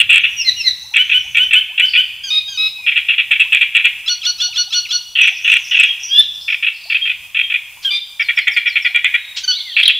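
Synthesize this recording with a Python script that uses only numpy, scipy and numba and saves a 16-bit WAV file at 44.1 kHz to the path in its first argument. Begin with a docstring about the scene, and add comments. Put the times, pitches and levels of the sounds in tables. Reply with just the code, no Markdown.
"""Grating croaks in bursts come first: a large reed warbler singing close by, its song broken by piping notes.
Croaks are uneven membrane slaps ringing resonances; piped notes are overtones picked by the beak resonance.
Soft rasps are shaped hiss. Other birds call in near-sine glides and trill in rapid falling chirps further off.
A diffuse decaying noise tail echoes the birds; coloured insect and air hiss and low wind lie underneath."""
import sys
import numpy as np
from scipy import signal
from scipy.fft import rfft, irfft
from scipy.io import wavfile
from scipy.ndimage import uniform_filter1d
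from numba import njit

SR = 44100
rng = np.random.default_rng(int(sys.argv[2]) if len(sys.argv) > 2 else 0)


def put_to_file(sound):
    """Save the sound as 16-bit audio at rate SR, in the file named by the first command-line argument."""
    columns = np.atleast_2d(sound).T  # one column per channel
    safe = np.clip(columns, -1, 1)
    whole_steps = np.round(safe * 32767)
    wavfile.write(sys.argv[1], SR, whole_steps.astype(np.int16))


N = 440559

# the song: t/s, syllable, length/s, level/dB
SONG = [(-.128, "grind", 0.15, -7), (0.094, "grind", 0.17, -9.5), (0.363, "squeal", .13, -6.5),
        (0.562, "squeal", 0.12, -7), (0.94, "krreep", 0.083, -9.5), (1.096, "krreep", 0.079, -10),
        (1.348, "krreep", 0.084, -8.5), (1.51, "krreep", 0.077, -8.5), (1.779, "krreep", 0.071, -8.5),
        (1.936, "krreep", 0.069, -8.5), (2.865, "karra", 0.13, -11.5), (3.086, "karra", .13, -10),
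        (3.31, "karra", 0.12, -9.5), (3.523, "karra", 0.12, -9), (3.75, "karra", .13, -8.5),
        (4.059, "chirrup", 0.065, -15.5), (4.229, "chirrup", 0.069, -15), (4.379, "chirrup", 0.076, -18),
        (4.537, "chirrup", 0.076, -17), (4.702, "chirrup", 0.079, -16), (4.888, "chirrup", 0.067, -16.5),
        (5.151, "rattle", 0.15, -8), (5.443, "rattle", 0.14, -6.5), (5.71, "rattle", 0.15, -6.5),
        (6.031, "rise", 0.18, -3), (6.48, "double", 0.079, -12), (6.627, "double", 0.07, -8.5),
        (6.9, "double", 0.083, -10), (7.054, "double", 0.075, -11), (7.347, "double", 0.0796, -10),
        (7.501, "double", 0.071, -10), (8.196, "chuck", 0.036, -14.5), (8.287, "chuck", 0.029, -13),
        (8.374, "chuck", 0.028, -11.5), (8.472, "chuck", 0.018, -10.5), (8.565, "chuck", 0.027, -12),
        (8.659, "chuck", 0.031, -14), (8.757, "chuck", 0.026, -12), (8.849, "chuck", 0.032, -12),
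        (8.947, "chuck", 0.032, -12), (9.045, "chuck", 0.028, -11), (9.14, "chuck", 0.028, -11),
        (9.429, "squeak", 0.084, -9), (9.761, "snarl", 0.15, -7.5)]
# croaked bursts by syllable: start and length (shares of the syllable), level/dB, beak resonance f/Hz
CROAKS = {"grind": [(0, 0.57, 0, 2620), (.85, 0.16, 0, 2715)], "krreep": [(0, 0.19, -5, 2655),
          (.23, 0.32, -0.5, 2470)], "karra": [(0, 0.31, -0.5, 2580), (.38, 0.14, -7, 2430),
          (.73, .27, 0, 2560)], "rattle": [(0.02, 0.22, -7.5, 2870), (.24, 0.12, -1.5, 2680),
          (.385, 0.099, -2, 2658), (.53, .225, -2.5, 2620), (.8, 0.17, -2, 2580)],
          "double": [(0, 0.27, -6.5, 2506), (.27, 0.17, -3.5, 2520), (.56, .2, -1.5, 2500),
          (.8, 0.14, -2.5, 2550)], "chuck": [(0, 1.02, 1.5, 2278)], "snarl": [(.03, 0.36, -4, 2594),
          (.46, 0.089, -2, 3530), (.64, 0.063, 0.5, 3760), (.78, .07, 2.5, 3300), (.88, 0.13, -2.5, 2618)]}
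# unsteadiness of the membranes by syllable (0-1)
ROUGHNESS = {"grind": .79, "krreep": 0.72, "karra": .79, "rattle": 0.71, "double": 0.63, "chuck": 0.53,
             "snarl": 0.82}
# throat resonances that move with the beak: offset from the beak resonance f/Hz, width/Hz, level/dB
THROAT = [(0, 480, 10), (853, 440, -15)]
# windpipe resonances that stay put: f/Hz, width/Hz, level/dB
WINDPIPE = [(1503, 210, -12.5), (1999, 327, -3.5), (3264, 320, 3)]
# piped notes by syllable: start and length (shares of the syllable), from f/Hz, to f/Hz, level/dB,
# beak resonance f/Hz, swell over the note level/dB, lift of odd partials level/dB (if any)
PIPES = {"squeal": [(0, 0.48, 2922, 2603, -4.5, 3960, 10.6), (.63, 0.412, 2114, 1932, 9.5, 3700, 19.2)],
         "krreep": [(.52, .58, 1458, 1529, -0.67, 2883, 0.17)],
         "chirrup": [(0, 0.37, 1277, 1354, -10.5, 4030, 1), (.25, 0.32, 3164, 3580, 6, 2920, 7),
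         (.49, 0.69, 1462, 1448, -3, 4060, -3.5)], "rise": [(.32, .68, 1567, 1766, 11.8, 3397, 26)],
         "squeak": [(0.05, 0.24, 1549, 1511, -3.5, 5000, 10), (.56, 0.52, 1510, 1470, 2.3, 3900, 4.1, 4.6)]}
# level whistles: t/s, length/s, pitch f/Hz, level/dB, beak resonance f/Hz,
# then the grace note that leads in: lead/s, level/dB, beak resonance f/Hz
WHISTLES = [(2.302, 0.091, 1247, -14, 3490, 0.069, -26.5, 4180),
            (2.572, 0.11, 1280, -16, 3590, 0.095, -30.5, 4280),
            (7.903, 0.071, 1196, -14, 3500, 0.0574, -17, 2860)]
# soft rasps of air before piped notes: t/s, length/s, level/dB
RASPS = [(7.814, 0.053, -31.5), (9.357, 0.035, -20)]
# rasps inside a syllable: start and length (shares of the syllable), level/dB
SYLLABLE_RASPS = {"chirrup": [(.22, .3, -6.5)]}
# single calls of other birds: t/s, length/s, from f/Hz, to f/Hz, level/dB
OTHER_CALLS = [(2.72, 0.15, 2650, 2407, -27), (4.213, 0.021, 3650, 2640, -23.5),
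               (4.521, 0.01462, 3210, 2385, -25.5), (4.846, 0.016, 3190, 2320, -26),
               (5.879, 0.031, 3240, 3247, -18), (6.132, 0.053, 2870, 2810, -25),
               (7.005, 0.052, 3250, 3207, -17), (7.383, 0.084, 3240, 3216, -23),
               (9.092, 0.28, 3832, 3770, -34.5), (9.502, 0.07, 3013, 3960, -21.5),
               (9.564, 0.034, 2320, 2150, -34), (9.64, 0.063, 2268, 1930, -32),
               (9.714, 0.026, 3500, 3020, -25), (9.898, 0.14, 3296, 3550, -24)]
# repeated figure of a far songbird: t/s into the figure, length/s, from f/Hz, to f/Hz, level/dB
FIGURE = [(0, .025, 5440, 5510, -34), (0.016, 0.028, 5400, 4550, -32), (0.041, 0.052, 4260, 4170, -36.5)]
# starts of that figure: t/s
FIGURE_STARTS = [8.199, 8.355, 8.51, 8.666, 8.815]
# far trills of falling chirps: t/s, length/s, top f/Hz, bottom f/Hz, level/dB
TRILLS = [(0.193, 1.27, 6690, 5160, -60), (1.853, 0.086, 5840, 3860, -45.5), (5.205, 0.64, 6810, 4560, -52),
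          (5.995, 0.079, 6600, 4750, -47.5), (6.324, 0.2, 6150, 3890, -52.5),
          (6.718, 0.19, 5376, 3760, -49.5), (9.56, 0.24, 4775, 2838, -41)]
# spectrum of the air and insect hiss: f/Hz, level/dB
HISS_SPECTRUM = [(25, -44), (80, -37), (350, -55), (1000, -41.5), (2000, -51), (5300, -45), (10000, -44.5),
                 (15000, -45.5)]
# course of the wind: t/s, level/dB
WIND = [(0, -55), (1.2, -67.5), (4, -70.5), (9.99, -81)]

# at full roughness: fall and wander of the throat resonance, depth of the grating; then its central rate
CLOSING_HZ, WANDER_HZ, GRATE_DB, GRATE_PER_S = 275, 115, 4.5, 175
GRACE_FROM_HZ, GRACE_TO_HZ, GRACE_ODD_DB = 1640, 1455, -3.5
WHISTLE_SWELL_DB, WHISTLE_WIDTH_HZ = -0.5, 680
ARCH_DB = 7.5  # multiplies the squared distance from mid-note
ECHO_T60_S, ECHO_DB, FAR_ECHO_DB = 1, -3.5, 11.5
TOP_HZ = 15570  # upper limit of the input stage


def croaks(slap_hz=476.5):
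    """Source and filter: uneven slaps of the syrinx membranes, gated into bursts, ring the moving throat."""
    bursts = parts(CROAKS)
    rows = [(s - .004, rest[1], ROUGHNESS[name]) for s, _, _, name, rest in bursts]
    starts, beak_hz, rough = np.transpose(rows)
    current = np.maximum(np.searchsorted(starts, np.arange(N) / SR, "right") - 1, 0)
    rough = rough[current]

    # roughness unsettles the spacing and strength of the slaps and lets air hiss through
    jitter = .16 * walk(300.) + .05 * walk(30.)
    phase = np.cumsum(slap_hz * np.exp(rough ** 2 * jitter)) / SR
    slaps = np.diff(np.floor(phase), prepend=0)
    slaps = slaps * undb(3 * rough * rng.standard_normal(N))
    source = slaps / slaps.std() + .3 * rough * rng.standard_normal(N)

    gate, closing = np.zeros((2, N))
    for s, length, db, _, (part_db, _) in bursts:
        u, env = shape(length, 0.0044, 0.0051)
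        effort_db = 1.0 - 8.1 * (u - .4) ** 2  # effort arches over the burst
        add(gate, s - .004, undb(db + part_db + effort_db) * env)
        add(closing, s - .004, u - .5)

    # the beak closes through each burst, so the resonances slide down; the throat trembles
    shift_hz = rough ** 2 * (WANDER_HZ * walk(59.5) - CLOSING_HZ * closing)
    open_hz = uniform_filter1d(beak_hz[current] + shift_hz, size=64)
    loudness = np.sqrt(uniform_filter1d(vocal_tract(source, open_hz) ** 2, SR // 60))
    grate_phase = 2 * np.pi * np.cumsum(GRATE_PER_S * np.exp(.3 * walk(40.31))) / SR
    grate = undb(GRATE_DB * rough * np.sin(grate_phase))
    rung = vocal_tract(source * gate * grate / loudness, open_hz)

    # the small head radiates little below the throat's range
    radiation = signal.butter(4, [1300., 5400.], "band", fs=SR, output="sos")
    rung = signal.sosfilt(radiation, rung)
    # the windpipe damps what lies above unless the beak gapes
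    damping = signal.butter(7, 3760., fs=SR, output="sos")
    gape = np.clip((open_hz - 3100) / 300, 0, 1)
    return gape * rung + (1 - gape) * signal.sosfiltfilt(damping, rung)


def vocal_tract(x, open_hz):
    """Parallel resonance: throat modes follow the beak opening while windpipe modes stay put."""
    out = np.zeros(N)
    for offset_hz, width_hz, db in THROAT:
        once = moving(x, open_hz + offset_hz, float(width_hz), float(SR))
        out += undb(db) * moving(once, open_hz + offset_hz, float(width_hz), float(SR))
    for hz, width_hz, db in WINDPIPE:
        out += undb(db) * band(x, hz, width_hz)
    return out


@njit
def moving(x, hz, width_hz, rate):
    """Resonance with a moving centre: a state-variable filter carries its two states between samples."""
    y, band_state, low_state = np.empty(len(x)), 0., 0.
    for i in range(len(x)):
        g, k = np.tan(np.pi * hz[i] / rate), width_hz / hz[i]
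        v = (band_state + g * (x[i] - low_state)) / (1 + g * (g + k))
        band_state = 2 * v - band_state
        low_state = low_state + 2 * g * v
        y[i] = k * v
    return y


def piping():
    """Amplitude modulation: air pressure flutters the clear notes and turbulence gives a husky edge."""
    out = np.zeros(N)
    for s, length, db, _, (from_hz, to_hz, part_db, *beak) in parts(PIPES):
        add(out, s, note(length, from_hz, to_hz, db + part_db, *beak))
    for s, length, hz, db, beak_hz, lead, grace_db, grace_beak_hz in WHISTLES:
        grace = note(lead, GRACE_FROM_HZ, GRACE_TO_HZ, grace_db, grace_beak_hz, 0, GRACE_ODD_DB)
        add(out, s - lead, grace)
        whistle = note(length, hz, hz, db, beak_hz, WHISTLE_SWELL_DB, least_hz=WHISTLE_WIDTH_HZ)
        add(out, s, whistle)
    flutter = undb(1.3 * walk(70.0))
    husk = undb(-24) * walk(1500.)
    return out * (flutter + husk)


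def note(length, from_hz, to_hz, db, beak_hz, swell_db, odd_db=0, least_hz=0):
    """Formant selection: the beak resonance picks overtones of one membrane; a wider beak lifts and broadens it."""
    u, env = shape(length, 0.0052, 0.005)
    bend = np.minimum(u, 1)
    # falls come late, rises level off
    bend = bend ** 2 if to_hz < from_hz else np.minimum(bend / .85, 1)
    scoop = 1 - 0.026 * np.exp(-8 * u)  # each note is scooped from below
    hz = (from_hz + (to_hz - from_hz) * bend) * scoop

    k = np.arange(1, 11)[:, None]  # partial numbers
    partial_hz = k * hz
    width_hz = np.where(partial_hz > beak_hz, 440., 620.)
    width_hz = np.maximum(width_hz, max(beak_hz - 2700, least_hz))
    size = np.exp(-.5 * ((partial_hz - beak_hz) / width_hz) ** 2) * (partial_hz < 6600)
    size = size * undb(odd_db * (k % 2)) + undb(-41.0)  # faint floor under every partial
    power = (size ** 2).sum(axis=0) / 2
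    size = size * (partial_hz < SR / 3) / np.sqrt(power)

    phase = k * 2 * np.pi * np.cumsum(hz) / SR + 2 * np.pi * rng.random(k.shape)
    tone = (size * np.sin(phase)).sum(axis=0)
    effort_db = swell_db * (u - 1.3963) - ARCH_DB * (u - .5) ** 2  # effort arches over the note
    return tone * env * undb(db + effort_db)


def rasp():
    """Turbulence noise: short broad hisses as the air catches."""
    gate = np.zeros(N)
    inside = [(s, length, db + rest[0]) for s, length, db, _, rest in parts(SYLLABLE_RASPS)]
    for s, length, db in RASPS + inside:
        add(gate, s, undb(db) * shape(length, length / 2, length / 2)[1])
    lowpass = signal.butter(4, 6500., fs=SR, output="sos")
    hiss = signal.sosfilt(lowpass, band(rng.standard_normal(N), 3630.0, 3400.0))
    return gate * hiss / hiss.std()


def parts(table):
    """Time scaling: syllable shares become (t/s, length/s, sung level/dB, syllable, rest of the row)."""
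    rows = []
    for s, name, span, db in SONG:
        for start, share, *rest in table.get(name, []):
            rows.append((s + start * span, share * span, db, name, rest))
    return rows


def other_birds():
    """Superposition: calls and dense far twitter of falling chirps from other birds, with scattered low upward
    swoops of frogs or water; distance roughens them."""
    calls, twitter = np.zeros((2, N))
    figures = [(s + late, *row) for s in FIGURE_STARTS for late, *row in FIGURE]
    for s, *row in OTHER_CALLS + figures:
        add(calls, s, chirp(*row, rise=.6))
    for s, length, top_hz, bottom_hz, db in TRILLS:
        rate = 45 + 3.5 / length  # chirps per second: short outbursts are faster
        span = top_hz - bottom_hz
        draws = rng.random((80, 3))[:int(length * rate) + 1]
        for k, (delay, top, bottom) in enumerate(draws):
            fall = chirp(1.3 / rate, top_hz - span * top / 2, bottom_hz + span * bottom / 2, db)
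            add(twitter, s + (k + delay) / rate, fall)
    for when, pitch, level in rng.random((30, 3)):
        swoop = chirp(0.0289, 560 + 400 * pitch, 800 + 400 * pitch, -58 + 10 * level)
        add(calls, when * N / SR, swoop)
    return calls * undb(2.6 * walk(150.0)), twitter * walk(210.0)


def chirp(length, from_hz, to_hz, db, rise=0.028):
    """Frequency modulation: a sine glides in pitch and fades beyond its length; rise is a share of the length."""
    u, env = shape(length, rise * length, 0.83 * length)
    phase = 2 * np.pi * np.cumsum(from_hz + (to_hz - from_hz) * u) / SR
    return np.sqrt(2) * undb(db) * env * np.sin(phase)


def echo(x):
    """Diffuse scattering: reeds and water return a decaying tail; swaying stems blur the pitch."""
    t = np.arange(int(1.2 * SR)) / SR
    tail = rng.standard_normal(len(t)) * undb(-60 * t / ECHO_T60_S) * np.minimum(t / 0.0017, 1)
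    tail = tail + 4.76 * rng.standard_normal(len(t)) * undb(-60 * t / 0.2)  # strong, short early return
    # stems scatter only the higher tones
    tail = signal.sosfilt(signal.butter(2, 1900., "high", fs=SR, output="sos"), tail)
    swaying = x * (1 + 0.51 * walk(114.0) + 0.48 * walk(910.0))
    return signal.fftconvolve(swaying, tail / np.sqrt(np.sum(tail ** 2)))[:N]


def marsh():
    """Partly correlated noise: air and insect hiss, with wind rumbling harder on the left port."""
    hz = np.fft.rfftfreq(N, 1 / SR) + 1  # offset avoids log of zero
    node_hz, node_db = np.transpose(HISS_SPECTRUM)
    colour = undb(np.interp(np.log(hz), np.log(node_hz), node_db))
    noise = irfft(rfft(rng.standard_normal((3, N))) * colour, N)
    left, right, both = noise * undb(1.2 * walk(12.))
    gusts = np.array([band(rng.standard_normal(N), 80., 110.) * undb(3 * walk(4.)) for _ in range(2)])
    side_db = np.array([[4.], [-4.]])
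    gust_db = np.interp(np.arange(N) / SR, *np.transpose(WIND)) + side_db
    wind = (gusts + 2.7 * gusts[0]) / gusts.std() * undb(gust_db)
    return np.array([left, right]) + both / 2 + wind


def undb(db):
    """Logarithmic level: level/dB becomes an amplitude ratio."""
    return 10 ** (np.asarray(db) / 20)


def band(x, hz, width_hz):
    """Cascaded resonance: the same peak applied twice has steep skirts."""
    b, a = signal.iirpeak(hz, hz / width_hz, SR)
    return signal.lfilter(b, a, signal.lfilter(b, a, x))


def walk(rate):
    """Smoothed noise: two running means leave a random wander of spread 1."""
    k = int(SR / rate)
    x = uniform_filter1d(uniform_filter1d(rng.standard_normal(N), k), k)
    return x / x.std()


def add(out, s, x):
    """Superposition: x joins out from time s; what falls before zero is lost."""
    i = int(s * SR)
    x, i = x[max(-i, 0):], max(i, 0)
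    out[i:i + len(x)] += x[:len(out) - i]


def shape(length, rise, fall):
    """Envelope: rounded ends, with time counted in lengths (past 1 while the sound fades)."""
    t = np.arange(int((length + fall) * SR)) / SR
    ramp = np.minimum(t / rise, (length + fall - t) / fall / 2)
    return t / length, np.sin(np.pi / 2 * np.clip(ramp, 0, 1)) ** 2


def scene():
    """Stereo image: the birds and their echo stand in the middle; the marsh lies wide."""
    calls, far = other_birds()
    near = croaks() + piping() + rasp() + calls
    echoed = echo(near * undb(ECHO_DB) + far * undb(FAR_ECHO_DB))
    return near + far + echoed + marsh()


def record(dry):
    """Saturation and band limiting: loud waves are rounded, the loudest peaks clip flat, the top is cut."""
    hot = np.clip(dry - 0.035 * dry ** 3, -1.0, 1.0)
    return signal.sosfilt(signal.ellip(10, .2, 75, TOP_HZ, fs=SR, output="sos"), hot)


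dry = scene()
out = record(dry)
put_to_file(out)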